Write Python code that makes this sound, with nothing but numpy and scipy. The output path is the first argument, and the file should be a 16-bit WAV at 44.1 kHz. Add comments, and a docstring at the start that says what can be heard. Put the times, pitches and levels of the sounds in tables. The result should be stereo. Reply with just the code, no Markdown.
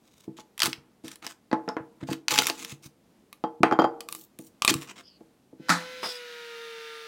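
"""Bark torn off a log, then a thickness planer

Bark is torn by hand and levered with a chisel off a log on a wooden workbench, close by.
Fibres snap and crumble as shaped noise bursts; log, chisel and a tossed slab ring as decaying modes.
Then a thickness planer comes in: harmonics of a shaft that slows as it takes the log, over rushing air."""
import sys
import numpy as np
from scipy import signal
from scipy.fft import rfft, irfft
from scipy.io import wavfile
from scipy.ndimage import uniform_filter1d

SR = 44100
rng = np.random.default_rng(int(sys.argv[2]) if len(sys.argv) > 2 else 0)


def unload_wav(signal):
    """Save mono or channel-first audio to the path in sys.argv[1] as 16-bit WAV at rate SR, clipped to [-1, 1]."""
    wavfile.write(
        sys.argv[1],
        SR,
        np.round(np.clip(np.atleast_2d(signal).T, -1, 1) * 32767).astype(np.int16),
    )


N = 311787
TIME = np.arange(N) / SR
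AGE = np.arange(SR // 2) / SR  # time since a blow [s]
TOP_HZ = 16000  # upper limit of the sound
CONTACT_DB = -19  # click of a hard contact against the nominal level of its blow

# modes of the log on the bench: (frequency [Hz], level [dB], t60 [s])
BENCH_MODES = [(142, -12.5, 0.23), (205, -12.5, 0.065), (265, -8.5, 0.17), (325, 1, 0.2),
               (431.6, -2, 0.069), (465, -11.5, 0.5), (490.2, -6.5, 0.22), (662, -8, 0.12), (858, -2, 0.21),
               (1000, -11, 0.11), (1108, -7, 0.078)]
# dense higher modes of the timber: (frequency [Hz], level [dB])
TIMBER = [(40, -41), (200, -10.5), (500, -7), (1000, -5), (1400, -7), (2200, -10.5), (3500, -16),
          (7000, -29), (16000, -38.5)]


def undb(db):
    """Logarithmic level: decibels to amplitude gain."""
    return 10 ** (np.asarray(db) / 20)


def unit(x, seconds=None):
    """Effective value: scale to rms 1, over the whole sound or over its first moments."""
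    end = int(seconds * SR) if seconds else None
    return x / np.sqrt(np.mean(x[:end] ** 2))


def add(out, s, x):
    """Superposition: mix x into out from time s."""
    i = max(int(s * SR), 0)
    out[i:i + len(x)] += x[:len(out) - i]


def fade(t60):
    """Exponential damping: a fall of 60 dB in t60 seconds."""
    return np.exp(-np.log(1000) * AGE / t60)


def rise(seconds):
    """Finite contact time: a smooth onset."""
    return 1 - np.exp(-(AGE / seconds) ** 2)


def colour(x, points, tilt_db=0):
    """Minimum-phase filtering through (Hz, dB) points, tilted in dB per octave."""
    hz, db = np.transpose(points)
    octave = np.log2(np.maximum(np.fft.rfftfreq(4096, 1 / SR), 10))
    level_db = np.interp(octave, np.log2(hz), db) + tilt_db * (octave - octave.mean())
    cepstrum = irfft(level_db * np.log(10) / 20)
    # folding the cepstrum onto positive times makes the filter causal
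    half = len(cepstrum) // 2
    cepstrum[1:half] *= 2
    cepstrum[half + 1:] = 0
    impulse_response = irfft(np.exp(rfft(cepstrum)))
    return signal.fftconvolve(x, impulse_response)[:len(x)]


def lowpass(x, hz, order=2):
    """Maximally flat (Butterworth) low-pass."""
    return signal.sosfilt(signal.butter(order, min(hz, TOP_HZ), fs=SR, output="sos"), x)


def highpass(x, hz, order=2):
    """Maximally flat (Butterworth) high-pass."""
    return signal.sosfilt(signal.butter(order, hz, "high", fs=SR, output="sos"), x)


def ring(modes, scatter_db=2):
    """Modal superposition: each blow varies the strength, sign and slightly the pitch of every mode."""
    out = 0
    for hz, db, t60 in modes:
        strength = undb(db + scatter_db * rng.standard_normal()) * rng.choice([-1, 1])
        pitch = hz * (1 + 0.0048 * rng.standard_normal())
        out = out + strength * fade(t60) * np.sin(2 * np.pi * pitch * AGE)
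    return out


def burst(t60, tail_t60, tail_db):
    """Double decay: a sharp burst of noise plus a longer tail at its own level."""
    return rng.standard_normal(len(AGE)) * (fade(t60) + undb(tail_db) * fade(tail_t60))


def walk(rate, n=N):
    """Band-limited chance: smoothed random steps with a spread near 1, n samples long."""
    k = int(SR / rate)
    steps = np.repeat(rng.standard_normal(n // k + 2), k)
    return np.sqrt(20 / 11) * uniform_filter1d(uniform_filter1d(steps, k), k)[:n]


def cracks():
    """Brittle fracture: a snap of milliseconds with a bright tick sets the slab ringing."""
    # bark snapping: (time [s], relative strength [dB], extra brightness [dB])
    fractures = [(0.5783, -23, 0), (0.593, -18.5, 2.5), (0.6025, -11.5, -4), (0.6195, -1, 4.5),
                 (0.632, -4, 8.5), (0.6575, -6, 6), (0.7299, -23, -9), (1.0807, -28, -0.5),
                 (1.157, -36.5, 3), (1.2659, -15.5, -5), (1.275, -28.5, -12), (2.1306, -13.5, -6),
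                 (2.2822, -7, -10.5), (2.308, -7.5, 2.5), (2.319, -10, 0), (2.3581, -12.5, -0.5),
                 (2.3787, -8, 2.5), (2.3872, -1.5, 2.5), (2.4687, -6.5, 12), (2.4985, -4, -7.5),
                 (2.6476, -24, 3), (3.328, -31.5, 1.5), (3.632, -15, -1), (4.006, -27.5, 4.5),
                 (4.0874, -22.5, 5), (4.125, -26, 13), (4.1492, -29.5, 10), (4.3882, -40.5, 7.5),
                 (4.6209, -8, 0.5), (4.6485, -4.5, 11), (4.6777, 0, -10.5), (4.6948, -10, -2),
                 (4.74, -15.5, 11.5)]
    # colours of the breaking fibres: (frequency [Hz], level [dB])
    snap_colour = [(300, -36), (900, -16), (1500, -7.5), (2500, -1), (4500, -2), (6500, -7.5), (9000, -16),
                   (16000, -31.5)]
    tick_colour = [(2000, -25), (5000, -14), (7500, 4), (11000, 6), (16000, -4.5)]
    # a half-freed slab of bark: (frequency [Hz], level [dB], t60 [s])
    slab_modes = [(1172, 1, 0.038), (1150, -10, 0.023), (2440, -0.5, 0.021), (3894, -3, 0.011)]
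    # at strength 0 dB, and dB per dB of strength: the tick shrinks less than the snap in small cracks
    tick_base_db, tick_growth = -27, 0.52
    ring_base_db, ring_growth = -30.5, 0.95
    free_slab_s, free_slab_db = 3.0, 11  # from here the slab is prised clear and rings this much louder
    out = np.zeros(N)
    for s, db, bright_db in fractures:
        snap = colour(burst(t60=0.0045, tail_t60=0.033, tail_db=-17.5) * rise(0.00037), snap_colour)
        snap = unit(snap, 0.00051) * undb(db - 14.0)
        tick = colour(burst(t60=0.007, tail_t60=0.016, tail_db=-15.5) * rise(0.00042), tick_colour)
        tick = unit(tick, 0.0013) * undb(tick_base_db + tick_growth * db + bright_db)
        ring_db = ring_base_db + ring_growth * db
        if s < free_slab_s:  # bark that still clings to the log gives a dull crunch with no clear pitch
            crunch = rng.standard_normal(len(AGE)) * fade(t60=0.037)
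            slab = highpass(lowpass(crunch, 880), 1000, order=4)
        else:
            slab = ring(slab_modes)
            ring_db += free_slab_db
        add(out, s, snap + tick + unit(slab, 0.014) * undb(ring_db))
    return out


def crumbling():
    """Friction and tearing: rubbing loosens grit; a tear breaks more and leaves a dying trickle."""
    # fingers and blade rubbing over the bark: (start [s], end [s], level [dB], tilt [dB per octave])
    rubs = [(0.02, 0.285, -63.5, 2.5), (0.363, 0.424, -52, 0), (1.029, 1.16, -50, 2.5),
            (1.219, 1.277, -45.5, -2.5), (2.001, 2.044, -41, -6.5), (2.066, 2.157, -43, -1),
            (2.556, 2.763, -44, 1), (2.818, 2.884, -51.5, 4), (4.073, 4.271, -49, 8.5),
            (4.382, 4.502, -56.5, 9), (4.746, 4.873, -47.5, 0.5), (4.868, 4.929, -46, -3),
            (4.953, 5.021, -49, -2.5)]
    # strips of bark tearing loose: (start [s], end [s], level [dB])
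    tears = [(0.629, 0.676, -27.5), (2.28, 2.515, -29.5), (4.681, 4.713, -23), (1.24, 1.28, -47.5)]
    tear_tilt_db = 0.8  # per octave
    # crumbs after each tear: length, overlap with its end, level before the fade
    trickle_s, trickle_lead_s, trickle_db = 0.072, 0.013, -47
    trickle_fade_db_per_s = 69.5
    out = np.zeros(N)
    for start, end, db, tilt_db in rubs:
        add(out, start, crumble(end - start, db, tilt_db, hiss=0.06))
    for start, end, db in tears:
        add(out, start, crumble(end - start, db, tear_tilt_db))
        add(out, start, splinters(end - start, db))
        trickle = crumble(trickle_s, trickle_db, tear_tilt_db)
        dying = undb(-trickle_fade_db_per_s * TIME[:len(trickle)])
        add(out, end - trickle_lead_s, trickle * dying)
    return out


def crumble(seconds, db, tilt_db, hiss=0.012):
    """Shot noise: tiny fractures ring flakes, in clumps as the bark gives way; the log rumbles low."""
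    # colour of the crumbs: (frequency [Hz], level [dB])
    crumb_colour = [(200, -24), (700, -6.5), (1200, 1.5), (1750, -2), (2500, 2), (4500, -4), (7000, -3.5),
                    (11000, -15), (16000, -16)]
    n = int(max(seconds, .01) * SR)
    pressure = undb(3.9 * walk(110, n))
    rate = 1000 * undb(0.24 * (db + 27.5))  # harder tearing breaks more fibres a second, for each flake
    grit = 0
    for _ in range(3):
        size = np.minimum(rng.exponential(size=n), 4.5)
        grains = (rng.random(n) < rate / SR) * undb(3.5 * size) * rng.choice([-1, 1], n)
        flake = rng.standard_normal(len(AGE)) * fade(t60=0.0069)
        excitation = (grains + hiss * rng.standard_normal(n)) * pressure
        grit = grit + signal.fftconvolve(excitation, flake)[:n]
    swell = signal.windows.tukey(n, .4) * undb(db)
    rumble = lowpass(signal.fftconvolve(grit, ring(BENCH_MODES))[:n], 230)
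    mixed = unit(colour(grit, crumb_colour, tilt_db)) + undb(-9.5) * unit(rumble)
    return highpass(mixed, 110) * swell


def splinters(seconds, db):
    """Independent fractures: fibres break at uneven moments, each with its own pitch and size."""
    per_second, level_db, scatter_db = 96, -0.5, 5.5  # rate, level against the tear, spread
    low_hz, high_hz, cycles = 1040, 8100, 36  # range of pitches; cycles in a 60 dB decay
    out = np.zeros(len(AGE))
    for when, length, size in rng.random((int(seconds * per_second), 3)):
        hz = high_hz * (low_hz / high_hz) ** length
        tone = np.sin(2 * np.pi * hz * AGE)
        snap = (tone + .5 * rng.standard_normal(len(AGE))) * fade(cycles / hz)
        add(out, when * seconds, snap * undb(db + level_db - scatter_db * np.log(size + 0.085)))
    return out


def knocks():
    """Impact excitation: the log knocks on the bench with a click; hands press it with dull thuds."""
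    # the log striking the bench: (time [s], relative level [dB], contact hardness as a cut-off [Hz])
    strikes = [(0.387, -41.5, 1374), (0.658, -37, 1334), (1.267, -47, 2400), (1.514, -29.5, 2380),
               (1.529, -15, 1326), (1.678, -25, 1354), (1.689, -28.5, 1630), (1.767, -23.5, 1880),
               (2.088, -32.5, 1505), (2.387, -24, 1100), (2.498, -27.5, 1000), (4.682, -28, 733),
               (5.207, -43.5, 596)]
    # hands pressing the log and leaning on the bench: (time [s], relative level [dB], softness as a cut-off [Hz])
    thuds = [(0.277, -30, 264), (0.676, -29.5, 268), (0.774, -48, 70), (1.039, -34, 270), (1.800, -41, 129),
             (2.025, -28.5, 180.5), (2.085, -28.5, 220), (2.111, -24.5, 268), (2.720, -37, 158),
             (2.852, -43, 116), (3.603, -25.5, 217), (4.391, -37, 331.9), (4.709, -21, 297),
             (4.746, -27.5, 153), (5.528, -42, 400), (5.596, -37.5, 200)]
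    out = np.zeros(N)
    for s, db, contact_hz in strikes:
        click = contact() * undb(db + CONTACT_DB)
        add(out, s, blow(BENCH_MODES, timber(), db, contact_hz) + click)
    for s, db, contact_hz in thuds:
        add(out, s, blow(BENCH_MODES, timber(), db, contact_hz))
    return out


def contact():
    """Hard impact: the brief click of two surfaces meeting."""
    click = burst(t60=0.0038, tail_t60=0.06, tail_db=-13.5)
    return unit(lowpass(click, 4170, order=3), 0.00094)


def timber():
    """High modal density: the upper modes of the wood around one striking place merge into noise."""
    brief = rng.standard_normal(len(AGE)) * fade(t60=0.011)
    lingering = lowpass(rng.standard_normal(len(AGE)), 2600) * fade(t60=0.18)
    return unit(colour(brief + undb(-11.0) * lingering, TIMBER), 0.016)


def blow(modes, upper, db, contact_hz):
    """Contact time sets bandwidth: a soft blow builds up slowly and reaches mainly the low modes."""
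    body = unit(ring(modes), 0.02) + undb(-1.5) * upper
    body = body * (0.67 + fade(t60=0.06))  # much of the force is lost at once, the rest rings on
    softened = lowpass(body * rise(.5 / contact_hz), contact_hz, order=3)
    heard = highpass(softened, min(contact_hz / 2.7, 170))
    return unit(heard, .02) * undb(db - 5.0)


def chisel():
    """Coupled resonators: the edge pings on the log; put down, the handle rocks and jolts the blade."""
    # the steel edge touches the wood: (time [s], frequency [Hz], level [dB])
    pings = [(1.515, 4340, -34.5), (1.689, 5250, -24)]
    # the chisel put down and rocking: (time [s], relative level [dB], hardness as a cut-off [Hz], blade ring [dB])
    set_down = [(3.439, -19.5, 1020, -53), (3.633, -7, 2600, -40.5), (3.712, -18.5, 1600, -50.5),
                (3.724, -14, 1440, -45), (3.789, -9.5, 1310, -46.5), (3.796, -15, 1340, -33),
                (3.819, -15.5, 1200, -55.5), (3.842, -13.5, 1170, -41.5)]
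    # handle on the bench, and blade: (frequency [Hz], level [dB], t60 [s])
    handle_modes = [(732, -5.5, 0.11), (771, -1, 0.16), (1330, -2.5, 0.049), (1484, -7.5, 0.044)]
    blade_modes = [(3184, 3.5, 0.12), (4720, -10.5, 0.15), (4880, -7, 0.1), (6860, -12, 0.07),
                   (11950, -13, 0.046)]
    out, upper = np.zeros(N), timber()
    for s, hz, db in pings:
        tone = np.sin(2 * np.pi * hz * AGE) * fade(t60=0.011)
        add(out, s, undb(db) * (tone + undb(-6) * highpass(contact(), 4400)))
    for s, db, contact_hz, blade_db in set_down:
        knock = blow(list(BENCH_MODES) + list(handle_modes), upper, db, contact_hz)
        click = contact() * undb(db + CONTACT_DB)
        add(out, s, knock + click + undb(blade_db) * ring(blade_modes))
    return out


def squeak():
    """Stick-slip friction: skin on smooth wood gives a rough, sliding tone and a weaker, lower partner."""
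    # a hand on the wood: (time [s], pitch [Hz], level of the main tone [dB])
    glide = [(5.02, 4820, -68), (5.081, 5080, -54.5), (5.114, 4690, -63), (5.19, 4420, -66)]
    s, hz, db = np.transpose(glide)
    t = np.arange(s[0], s[-1], 1 / SR)
    phase = 2 * np.pi * np.cumsum(np.interp(t, s, hz)) / SR

    def rough(ratio):
        """Random amplitude modulation broadens a tone."""
        return unit(lowpass(rng.standard_normal(len(t)), 283) * np.sin(ratio * phase))

    tones = rough(1) + undb(-8.5) * rough(0.64)
    out = np.zeros(N)
    add(out, s[0], tones * undb(np.interp(t, s, db)) * signal.windows.tukey(len(t), .2))
    return out


def landing():
    """Repeated impact: the tossed slab bounces and clatters on something hollow, which rings."""
    # blows of the slab: (time [s], relative level [dB])
    bounces = [(5.6854, -20.5), (5.693, -5.5), (5.701, -3), (5.719, -12.5)]
    # the hollow body: (frequency [Hz], level [dB], t60 [s])
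    hollow_modes = [(172, 2.5, 0.34), (316, 9.2, 0.084), (1247, 9.1, 0.096), (1452, 8.3, 0.15)]
    # colour of the clatter: (frequency [Hz], level [dB])
    clatter_colour = [(80, -34), (180, -8), (320, -4.5), (420, -20), (800, -2.5), (1400, 2), (2300, -6.5),
                      (3000, -16.5), (4200, -9), (8000, -18), (16000, -35)]
    out = np.zeros(N)
    for s, db in bounces:
        clatter = colour(burst(t60=0.035, tail_t60=0.29, tail_db=-4.5), clatter_colour)
        add(out, s, undb(db - 13.0) * unit(clatter, 0.0084))
    add(out, 5.694, undb(-27.5) * ring(hollow_modes, scatter_db=1) * rise(0.0051))
    return out


def planer():
    """Rotating source: shaft harmonics over rushing air; the log clunks in, squeals and loads the motor."""
    # shaft slowing under load: (time [s], rotation [Hz])
    shaft = [(6.015, 169.2), (6.16, 163.4), (6.3, 159.6), (6.5, 156), (6.75, 152.9), (7.06, 151.4)]
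    # whine of the motor and its drive: (multiple of the shaft speed, relative level [dB])
    whine_partials = [(6, -16), (8, -12), (9, -7), (11, -15), (12, -11), (15, -13), (18, -12), (23, -14),
                      (23.77, -15), (24, -17), (63.4, -26)]
    # rush of air through the cutter head: (frequency [Hz], level [dB])
    air_colour = [(90, -46), (170, -4), (500, -5.5), (1000, -5.5), (1600, 6.5), (4000, 2.5), (6000, -7.5),
                  (10000, -16.5), (16000, -17.5)]
    # the planer fades in: (time [s], gain)
    entry = [(5.58, 0), (5.67, 0.25), (5.76, 0.85)]
    from_s = 5.5
    t = TIME[int(from_s * SR):]
    n = len(t)
    hz = np.interp(t, *np.transpose(shaft))
    turn = 2 * np.pi * np.cumsum(hz * (1 + 0.0005 * walk(39.5, n))) / SR

    def partial(k, db):
        """Amplitude modulation: one fluttering multiple of the shaft speed."""
        return undb(db + 2 * walk(25.04, n)) * np.sin(k * turn + 2 * np.pi * rng.random())

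    fan = np.sin(3 * turn)
    whine = sum(partial(k, db) for k, db in whine_partials)
    # weaker harmonics fill the gaps
    whine = whine + sum(partial(k, -12 - 0.41 * k) for k in range(10, 42) if k not in dict(whine_partials))
    air, side = (unit(colour(rng.standard_normal(n), air_colour)) for _ in range(2))
    chop = 1 + 0.14 * np.sin(turn)  # the knives beat the air
    sound = fan * undb(-41.5 + walk(3.9, n)) + undb(-41.5) * whine + undb(-47) * air * chop
    for s, db in [(6.030, -29.5), (6.054, -37.5)]:
        clunk = colour(burst(t60=0.024, tail_t60=0.22, tail_db=13), TIMBER)
        add(sound, s - from_s, undb(db) * unit(clunk, 0.008))
    squeal = partial(30, 0) + partial(33, -4) + partial(21, -8) + partial(27, -9)
    squeal = squeal + sum(partial(k, -18) for k in range(48, 63, 3))
    bite = undb(-36) * squeal * (1 + .5 * walk(300, n)) + undb(-34.5) * highpass(air, 3800)
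    sound += bite * np.interp(t, [6.02, 6.05, 6.13, 6.2], [0.055, 1, 0.53, 0.03])
    # slightly stronger on the right; air of opposite sign in the two channels adds width
    stereo = sound * undb([[-.4], [.4]]) + undb(-50.5) * side * np.array([[1], [-1]])
    return np.pad(stereo * np.interp(t, *np.transpose(entry)), ((0, 0), (N - n, 0)))


def room(x):
    """Reverberation: a short, faint workshop tail whose treble dies first."""
    low = highpass(lowpass(rng.standard_normal(len(AGE)), 990), 190) * fade(t60=0.57)
    high = rng.standard_normal(len(AGE)) * fade(t60=0.18)
    tail = (undb(-8.5) * low + high) * rise(0.0013)
    tail = tail / np.sqrt(np.sum(tail ** 2))
    return x + undb(-11) * signal.fftconvolve(x, tail)[:N]


def shop_air():
    """Background noise: the quiet air of the shop, wavering, fading out around 6.1 s."""
    # colour of the air: (frequency [Hz], level [dB])
    shop_colour = [(15, -50), (25, -16.5), (134, -9), (212, -2), (476, -11), (1400, -23.5), (12200, -34),
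                   (16000, -38.5)]
    air = unit(colour(rng.standard_normal(N), shop_colour)) * undb(-63.5 + walk(8.9))
    return air * np.interp(TIME, [6.05, 6.17], [1, 0])


def scene():
    """Superposition of sources: bench work in the middle over shop air, then the planer."""
    bench = cracks() + crumbling() + knocks() + chisel() + squeak() + landing()
    return room(bench) + shop_air() + planer()


def record(dry):
    """Band limiting and saturation: drop the rumble, round the highest peaks and cut the top."""
    rounded = np.tanh(highpass(dry, 38))
    return signal.sosfilt(signal.ellip(8, .2, 70, TOP_HZ, fs=SR, output="sos"), rounded)


dry = scene()
out = record(dry)
unload_wav(out)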